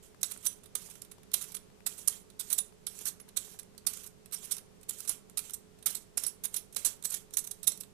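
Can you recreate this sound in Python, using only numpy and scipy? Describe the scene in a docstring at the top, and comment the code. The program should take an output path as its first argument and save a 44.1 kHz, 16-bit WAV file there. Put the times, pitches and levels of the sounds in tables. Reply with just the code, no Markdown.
"""Peeling a marrow in a small kitchen, close to the microphone. From the start an appliance hums on the
right; the left input is deaf and carries only circuit noise, a buzz and, in the first half, crackles.
A steel peeler sets off in quick strokes: its loose swivel blade clacks and chatters in the frame, bites
and hisses through the skin, and the room answers, all on the right. From about 6 s the strokes reach
the tip, where flesh and frame sound a little lighter."""
import sys
import numpy as np
from scipy import signal
from scipy.fft import rfft, irfft, next_fast_len
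from scipy.io import wavfile
from scipy.ndimage import uniform_filter1d, map_coordinates

SR = 44100
rng = np.random.default_rng(int(sys.argv[2]) if len(sys.argv) > 2 else 0)


def store_pcm(level_fs):
    """Save levels as 16-bit WAV."""
    pcm = np.round(np.clip(level_fs, -1, 1) * 32767).astype(np.int16)
    wavfile.write(sys.argv[1], SR, np.atleast_2d(pcm).T)


N = 349696
TIP_S = 5.8  # the peeler reaches the tip


def amp(db):
    return 10 ** (np.asarray(db) / 20)


def unit(x):
    return x / np.sqrt(np.mean(x ** 2) + 1e-20)


def along(points, hz):
    """Read (f/Hz, value) points on a log axis."""
    f, v = np.transpose(points)
    return np.interp(np.log(hz + 1), np.log(f + 1), v)


def wobble(rate):
    """A smooth random curve, rate knots a second."""
    return map_coordinates(rng.standard_normal(int(N * rate / SR) + 4), [np.arange(N) * rate / SR])


def filtered(x, response):
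    """x times a response of frequency."""
    m = next_fast_len(N + SR // 2)
    return irfft(rfft(x, m) * response(np.fft.rfftfreq(m, 1 / SR)), m)[..., :N]


def coloured(x, spectrum):
    """x through a spectrum scaled so that white noise keeps its rms."""
    power = np.mean(amp(along(spectrum, np.linspace(0, SR / 2, 4096))) ** 2)
    return filtered(x, lambda hz: amp(along(spectrum, hz))) / np.sqrt(power)


def steady_noise(spectrum):
    """Noise at an absolute level per Hz."""
    return filtered(rng.standard_normal(N), lambda hz: amp(along(spectrum, hz))) * np.sqrt(SR / 2)


def grit(rate, depth_db):
    """Noise in uneven grains, rate grains a second."""
    return unit(rng.standard_normal(N) * amp(depth_db * np.tanh(wobble(rate))))


def bursts(starts, levels, rises, holds, t60):
    """Envelope of events that swell, hold and die; times in s, levels in dB."""
    env, t = np.zeros(N + SR), np.arange(SR // 8) / SR
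    for s, level, rise, hold in zip(starts, levels, rises, holds):
        swell_db = -18 * np.maximum(1 - t / rise, 0)
        decay_db = -60 * np.maximum(t - rise - hold, 0) / t60
        env[round(s * SR):][:len(t)] += amp(level + swell_db + decay_db)
    return env[:N]


# Blips of one buzz cycle: t/ms, sign, level/dB, width/ms, jitter/ms
BUZZ_BLIPS = [(8.35, -2.2, -66, 0.46, 0.13), (10, -1.6, -67.5, 0.83, 0.39), (16.35, 0.93, -53.5, 1.2, 0.19),
              (23.2, -1.17, -57, 2.2, 1.07), (25.8, 1, -62, 1.6, 1.8)]
def buzz(cycle_hz=30):
    """Supply current steps up and down in a set order, each step a soft blip a little off time."""
    out = np.zeros(N + SR)
    cycles = np.arange(int(N / SR * cycle_hz) + 1)
    t_ms = np.arange(-256, 256) / SR * 1000
    for ms, sign, db, width, jitter in BUZZ_BLIPS:
        late, size = rng.standard_normal((2, len(cycles)))
        drift = 0.64 * wobble(2)[np.minimum(cycles * SR // cycle_hz, N - 1)]
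        starts = cycles / cycle_hz + (ms + jitter * (late + drift)) / 1000
        steps = np.zeros(N + SR)
        steps[(starts * SR).astype(int)] = amp(db + 2.6 * size)
        out += sign * signal.fftconvolve(steps, np.exp(-(2 * t_ms / width) ** 2), "same")
    return out[:N]


# Noise floor of the left input: f/Hz, level/dB per Hz
CIRCUIT_NOISE = [(25, -98), (60, -94.5), (120, -93), (250, -95.5), (500, -95.5), (800, -99), (1700, -105),
                 (3000, -106), (7000, -112), (13000, -118)]
# Its crackles: t/s, level/dB
INPUT_CRACKLES = [(0.147, -50.5), (0.363, -48), (0.469, -44), (0.89, -49), (1.184, -50.5), (1.386, -56),
                  (1.502, -53), (1.702, -58), (1.806, -51.5), (2.14, -53), (2.725, -53), (3.014, -49),
                  (3.025, -58), (3.282, -53), (3.481, -50.5), (3.546, -52), (3.75, -54), (3.853, -51),
                  (4.055, -54)]
def deaf_input():
    """No sound of the room, only wavering circuit noise, the buzz and a few crackles."""
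    s, db = np.transpose(INPUT_CRACKLES)
    rise = np.full(len(s), .004)
    crackle = bursts(s - rise, db, rise, rise / 4, t60=0.0071) * grit(1300, depth_db=-1.0)
    crackle = coloured(crackle, [(100, 2), (1000, 4.5), (4000, -9.0), (14000, -14.5)])
    return amp(0.64 * wobble(3.926)) * steady_noise(CIRCUIT_NOISE) + buzz() + crackle


# Appliance tones at the microphone: f/Hz, level/dB rms
MOTOR_TONES = [(48.4, -71.5), (98, -72), (123, -76), (178.4, -70.5), (189.5, -76), (199.9, -68), (368, -77),
               (378.9, -70), (412.6, -74), (423.7, -65.5), (434.8, -71)]
# Room tone: f/Hz, level/dB per Hz
ROOM_TONE = [(25, -84.5), (45, -90.5), (80, -96), (130, -85.5), (190, -82), (230, -87.5), (330, -94.5),
             (500, -93), (800, -102), (1500, -107), (3000, -109), (5000, -108), (8000, -106), (13000, -114)]
def appliance_hum():
    """A slightly unsteady motor over the room tone."""
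    t, tones = np.arange(N) / SR, np.zeros(N)
    for hz, db in MOTOR_TONES:
        level = amp(db + 0.51 * wobble(4.4))
        phase = 0.64 * wobble(3) + 2 * np.pi * rng.random()
        tones += level * np.sin(2 * np.pi * hz * t + phase)
    return np.sqrt(2) * tones + steady_noise(ROOM_TONE)


# Reverberation of the kitchen: f/Hz, t60/s
KITCHEN_DECAY = [(500, 0.77), (3000, 0.24), (9000, 0.22), (14000, 0.17)]
def kitchen(x):
    """The small room answers about 3 ms late, each frequency dying at its own speed."""
    hz, t, z = signal.stft(rng.standard_normal(SR // 2), SR, nperseg=256)
    tail = signal.istft(z * amp(-60 * t / along(KITCHEN_DECAY, hz)[:, None]), SR, nperseg=256)[1]
    return signal.fftconvolve(np.pad(x, (150, 0)), tail / np.linalg.norm(tail))[:N]


# The whole marrow in the hand: f/Hz, relative level/dB
MARROW_BODY = [(120, -15), (400, -5.5), (1400, -17)]
def marrow_thump(s, db, rise, hold, landing):
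    """Only hard blows move the whole marrow: 2 dB of thump per dB of blow, more on landing."""
    thump_db = 2 * db - 14 + 3.5 * landing
    return coloured(bursts(s, thump_db, rise, hold / 2, t60=0.037) * rng.standard_normal(N), MARROW_BODY)


# Wet flesh, struck or cut: f/Hz, relative level/dB
WET_FLESH = [(300, -11.5), (800, -8.5), (1350, 0.5), (1800, -4.5), (2600, -0.5), (4000, -8.5)]
def flesh_thud(s, db, rise, hold, chance_db):
    """The flesh thuds under each blow, less at the tip."""
    thud_db = 0.7 * db - 26.5 - 3 * (s > TIP_S) + chance_db
    return coloured(bursts(s, thud_db, rise, hold, t60=0.042) * grit(400, depth_db=2.0), WET_FLESH)


# Hollow frame of the peeler: f/Hz, relative level/dB
HOLLOW_FRAME = [(1800, -19), (2900, -11), (3700, 0.5), (4400, -3), (5200, -10)]
def frame_knock(s, db, rise, hold, landing):
    """The blade knocks its frame, harder on landing, less in the short strokes at the tip."""
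    knock_db = db - 16 + 4 * landing - 1 * (s > TIP_S)
    return coloured(bursts(s, knock_db, rise, hold, t60=0.047) * grit(600, depth_db=0.0), HOLLOW_FRAME)


# Modes of the blade: f/Hz, relative level/dB, t60/s
BLADE_MODES = [(4210, -18, .06), (5483, -19, .16), (6090, -6, .035), (7795, -10, .11), (8450, -6, .03),
               (9200, -8, .04), (9671, 0, .075), (10924, -4, .075), (12985, -7, .045)]
def steel_ring(drive, starts):
    """Each contact strikes the modes anew; fingers and flesh touch the blade, so its ring flutters."""
    t, ring = np.arange(SR // 3) / SR, np.zeros(N)
    latest = np.clip(np.searchsorted(starts * SR, np.arange(N)) - 1, 0, None)
    strengths = amp(3 * rng.standard_normal((len(starts), len(BLADE_MODES))))  # each lands elsewhere
    for (hz, db, t60), strength in zip(BLADE_MODES, strengths[latest].T):
        mode = amp(db - 60 * t / t60) * np.exp(2j * np.pi * hz * t)
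        flutter = amp(4.25 * wobble(120)) * np.exp(0.9j * wobble(90))
        ring += np.real(signal.fftconvolve(drive * strength, mode)[:N] * flutter)
    return ring


ONSET_S, FADE_DB_PER_S = 0.0065, 299
# Hiss of the strokes, drags along the skin and fast-fading tails after hard clacks:
# t/s, length/s, first level/dB, last level/dB
STROKE_HISS = [(0.028, 0.033, -52.5, -56), (0.235, 0.21, -46, -56.5), (0.463, 0.15, -41, -70),
               (0.754, 0.22, -42.5, -58), (1.356, 0.16, -38.5, -53), (1.875, 0.17, -48.5, -50),
               (2.096, 0.11, -40.5, -57), (2.394, .11, -47.5, -47.5), (2.51, 0.18, -42, -66),
               (2.892, 0.14, -51.5, -47), (3.063, 0.097, -32.5, -75), (3.364, 0.17, -43.5, -51.5),
               (3.875, 0.16, -41, -49.5), (4.355, 0.19, -47.5, -45.5), (4.906, 0.14, -52.5, -47),
               (5.096, 0.12, -32, -69), (5.385, 0.11, -50, -49.5), (5.863, 0.17, -33, -58.5),
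               (6.182, 0.077, -46.5, -37.5), (6.506, 0.059, -63, -42), (6.73, .035, -51, -60),
               (6.779, .075, -39, -52), (6.874, 0.13, -33.5, -69), (7.039, 0.11, -56, -37.5),
               (7.328, 0.34, -54, -71), (7.688, 0.14, -40.5, -69)]
def hiss_level():
    """Level in dB of the loudest hiss: it swells, glides from first to last level and fades."""
    t = np.arange(N) / SR
    return np.max([np.interp(t, [s - ONSET_S, s, s + length, s + length + 1],
                             [-90, first, last, last - FADE_DB_PER_S])
                   for s, length, first, last in STROKE_HISS], axis=0)


def stroke_grains(level_db):
    """Dense, fluttering grains; in a drag these are cells tearing under the edge."""
    return amp(level_db + 2.15 * wobble(62)) * grit(2000, depth_db=3.5)


# Colour of the hiss: f/Hz, relative level/dB
HISS_COLOUR = [(500, -19), (1300, -19), (2400, -15), (2950, -10.5), (3200, -4.5), (3450, -8), (4800, -10.5),
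               (7500, 0.5), (10000, -3.5), (14000, -6.5)]
def stroke_hiss(grains):
    """A bright hiss with the rasp of wet flesh beneath it."""
    return coloured(grains, HISS_COLOUR) + amp(-18.5) * coloured(grains, WET_FLESH)


# Clack of the blade, close up: f/Hz, relative level/dB
BLADE_CLACK = [(2500, -33.5), (4500, -18.5), (5900, -8.5), (7000, -7.5), (9500, -0.5), (11100, -5),
               (14000, -7)]
def blade_clack(s, db, rise, hold):
    """The loose blade catches, then chatters in tiny blows."""
    return coloured(bursts(s, db, rise, hold, t60=0.018) * grit(1400, depth_db=5.0), BLADE_CLACK)


def shifting_grip(x, depth_db):
    """The hand shifts on the tool, so narrow resonances come and go within tens of ms."""
    z = signal.stft(x, nperseg=256)[2]
    field = uniform_filter1d(rng.standard_normal(z.shape), size=4, axis=0)  # across frequency
    field = uniform_filter1d(field, size=8, axis=1)  # across time
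    return signal.istft(z * unit(amp(depth_db * unit(field))), nperseg=256)[1][:N]


# Contacts of the swivel blade: t/s, level/dB, catch/ms, chatter/ms
BLADE_CONTACTS = [(0.209, -41, 3.3, 9.7), (0.23, -17, 1.7, 5.2), (0.241, -32, 1.6, 5.7),
                  (0.3073, -31.5, 3.8, 16), (0.3744, -42, 1.1, 4.6), (0.4256, -46, 3.1, 31),
                  (0.4453, -29.5, 10, 5.8), (0.4607, -21, 3.1, 10.2), (0.6328, -51.5, 2.5, 13),
                  (0.6566, -46, 2.4, 4.8), (0.7516, -23.5, 2.1, 7.1), (0.8974, -44, 1.2, 22),
                  (0.953, -38, 2.1, 3.1), (1.0169, -34, 3, 5.8), (1.0468, -48, 2, 6.6),
                  (1.1119, -39.5, 3.9, 7.8), (1.2312, -49.5, 0.95, 4.6), (1.3151, -39.5, 1.8, 5.6),
                  (1.3345, -17, 5.9, 7.5), (1.411, -33.5, 0.8, 19.5), (1.4377, -37.5, 1.4, 8.8),
                  (1.5181, -40, 1.3, 8.7), (1.5424, -30.5, 4.8, 8.8), (1.566, -34.5, 2.7, 2.8),
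                  (1.8607, -24.5, 3.7, 14.7), (1.9764, -42.5, 2.2, 22), (2.074, -16.5, 3, 11),
                  (2.2994, -45, 3.2, 4), (2.3923, -29, 4.8, 19.6), (2.5008, -22.5, 3, 4),
                  (2.5085, -31.5, 1.3, 17), (2.5266, -19, 2.1, 5.8), (2.578, -20.5, 8, 8),
                  (2.8655, -27.5, 2.2, 8.1), (2.9882, -37, 1.6, 5.1), (3.007, -40, 2.4, 16),
                  (3.0523, -25.5, 3.9, 6.4), (3.065, -29.5, 2.8, 28.3), (3.1987, -39.5, 2.3, 4.5),
                  (3.283, -45, 7.2, 4.1), (3.3631, -19.5, 11.3, 3.6), (3.5885, -35.5, 1.5, 11.6),
                  (3.628, -47.5, 2.4, 6.5), (3.7783, -38, 1.4, 4), (3.8647, -18.5, 4.2, 9.64),
                  (3.9314, -34.5, 3.5, 7), (3.969, -37.5, 2.4, 8.7), (4.0338, -35.5, 1.1, 4),
                  (4.0401, -40, 1.9, 5.6), (4.0603, -42.5, 1.5, 19), (4.2577, -43, 1.9, 3.2),
                  (4.3215, -29.5, 3.7, 27.6), (4.4475, -40, 1.5, 14), (4.5095, -26, 1.8, 20),
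                  (4.566, -33, 1.1, 5.7), (4.5802, -36, 1.3, 7.8), (4.83, -43.5, 1.5, 3.5),
                  (4.8852, -27, 9.5, 7.4), (4.906, -29, 2.5, 4.4), (4.9847, -42, 1.4, 16.5),
                  (5.001, -33, 3.1, 6.3), (5.0456, -40, 5.7, 4.9), (5.0589, -44, 1.2, 4),
                  (5.0741, -30.5, 2.1, 15), (5.092, -18.5, 1.3, 5.7), (5.297, -44, 1, 2.2),
                  (5.3717, -25, 2, 12.4), (5.3898, -26.5, 1.1, 7.2), (5.495, -34, 1.8, 5.3),
                  (5.506, -35.5, 1.9, 3.9), (5.5326, -31, 3.3, 14.4), (5.8257, -39, 1.1, 3.6),
                  (5.858, -20.5, 2.2, 15), (5.9016, -34, 1.1, 14), (5.9472, -26.5, 3.3, 8),
                  (5.9658, -36.5, 1.6, 10), (6.1719, -20, 2.3, 9.9), (6.2018, -39, 1.1, 5.2),
                  (6.2335, -21, 4.1, 3.9), (6.2624, -26.5, 2.5, 9.9), (6.4357, -27.5, 2.6, 24.7),
                  (6.541, -20, 2, 3.6), (6.559, -24.5, 6.6, 10.4), (6.7254, -42, 1.1, 4.4),
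                  (6.747, -36.5, 1.1, 4), (6.7605, -15, 6.3, 3.1), (6.8466, -19.5, 1.9, 23),
                  (7.0234, -38.5, 2.3, 5.3), (7.0369, -39, 1.1, 17), (7.046, -17.5, 9.2, 3.6),
                  (7.0997, -33.5, 3, 9.5), (7.119, -31.5, 1.1, 19), (7.1391, -24, 2.9, 9.7),
                  (7.304, -49, 4.8, 4), (7.3356, -31.5, 1.9, 9), (7.3691, -16.5, 1.5, 7.9),
                  (7.3824, -28, 0.44, 14.4), (7.4376, -36, 4.3, 13), (7.467, -30.5, 6.9, 4.9),
                  (7.5096, -31.5, 2.4, 9.9), (7.6287, -30.5, 3, 5.4), (7.638, -40, 1.8, 11),
                  (7.6693, -14, 7.1, 7), (7.7183, -28.5, 0.98, 4.6), (7.7737, -36.5, 1.2, 3.4),
                  (7.8026, -29, 7.5, 4.5), (7.833, -37.5, 2.4, 2.5)]
def peeler(tick_count=8, tick_db=-52, off_skin_db=-63.5):
    """Contacts and faint chance ticks sound blade, frame and marrow; blows and grains ring the steel."""
    ticks = [(when * N / SR, tick_db + 6 * (size - .5), 2.1, 6)
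             for when, size in rng.random((tick_count, 2))]
    s, db, catch_ms, chatter_ms = np.transpose(sorted(list(BLADE_CONTACTS) + ticks))
    rise, hold = catch_ms / 1000, np.maximum(chatter_ms - 4, 0) / 1000
    hiss_db = hiss_level()
    landing = hiss_db[((s - ONSET_S) * SR).astype(int)] < off_skin_db  # off the skin just before
    flesh_scatter, frame_scatter, ring_scatter = 2.5 * rng.standard_normal((len(s), 3)).T  # dB
    clack = blade_clack(s, db, rise, hold)
    knock = frame_knock(s, db + frame_scatter, rise, hold, landing)
    thud = flesh_thud(s, db, rise, hold, flesh_scatter)
    thump = marrow_thump(s, db + flesh_scatter, rise, hold, landing)
    grains = stroke_grains(hiss_db)
    # hard blows ring out more; landing on the skin damps them
    blow_db = db - 8.5 + 0.14 * (db + 27) - 2.5 * landing + ring_scatter
    blows = bursts(s, blow_db, rise, hold, t60=0.034) * grit(1100, depth_db=7.5)
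    tool = shifting_grip(clack + knock + stroke_hiss(grains), depth_db=2.5)
    ring = steel_ring(blows + amp(-12.5) * grains, s)
    return tool + thud + thump + amp(-25.5) * ring


def scene():
    """Left: the deaf input. Right: the peeler close up, the kitchen behind it."""
    close = peeler()
    return np.array([deaf_input(), close + amp(-12) * kitchen(close) + appliance_hum()])


# Steep loss of treble above 14 kHz, on both channels: f/Hz, level/dB
TREBLE_ROLLOFF = [(14100, 0.5), (14500, -34.5), (15400, -24)]
def record(dry):
    """The treble rolls off and nothing passes the band limit."""
    limit_hz = 15375
    return filtered(dry, lambda hz: amp(along(TREBLE_ROLLOFF, hz)) * (hz < limit_hz))


dry = scene()
out = record(dry)
store_pcm(out)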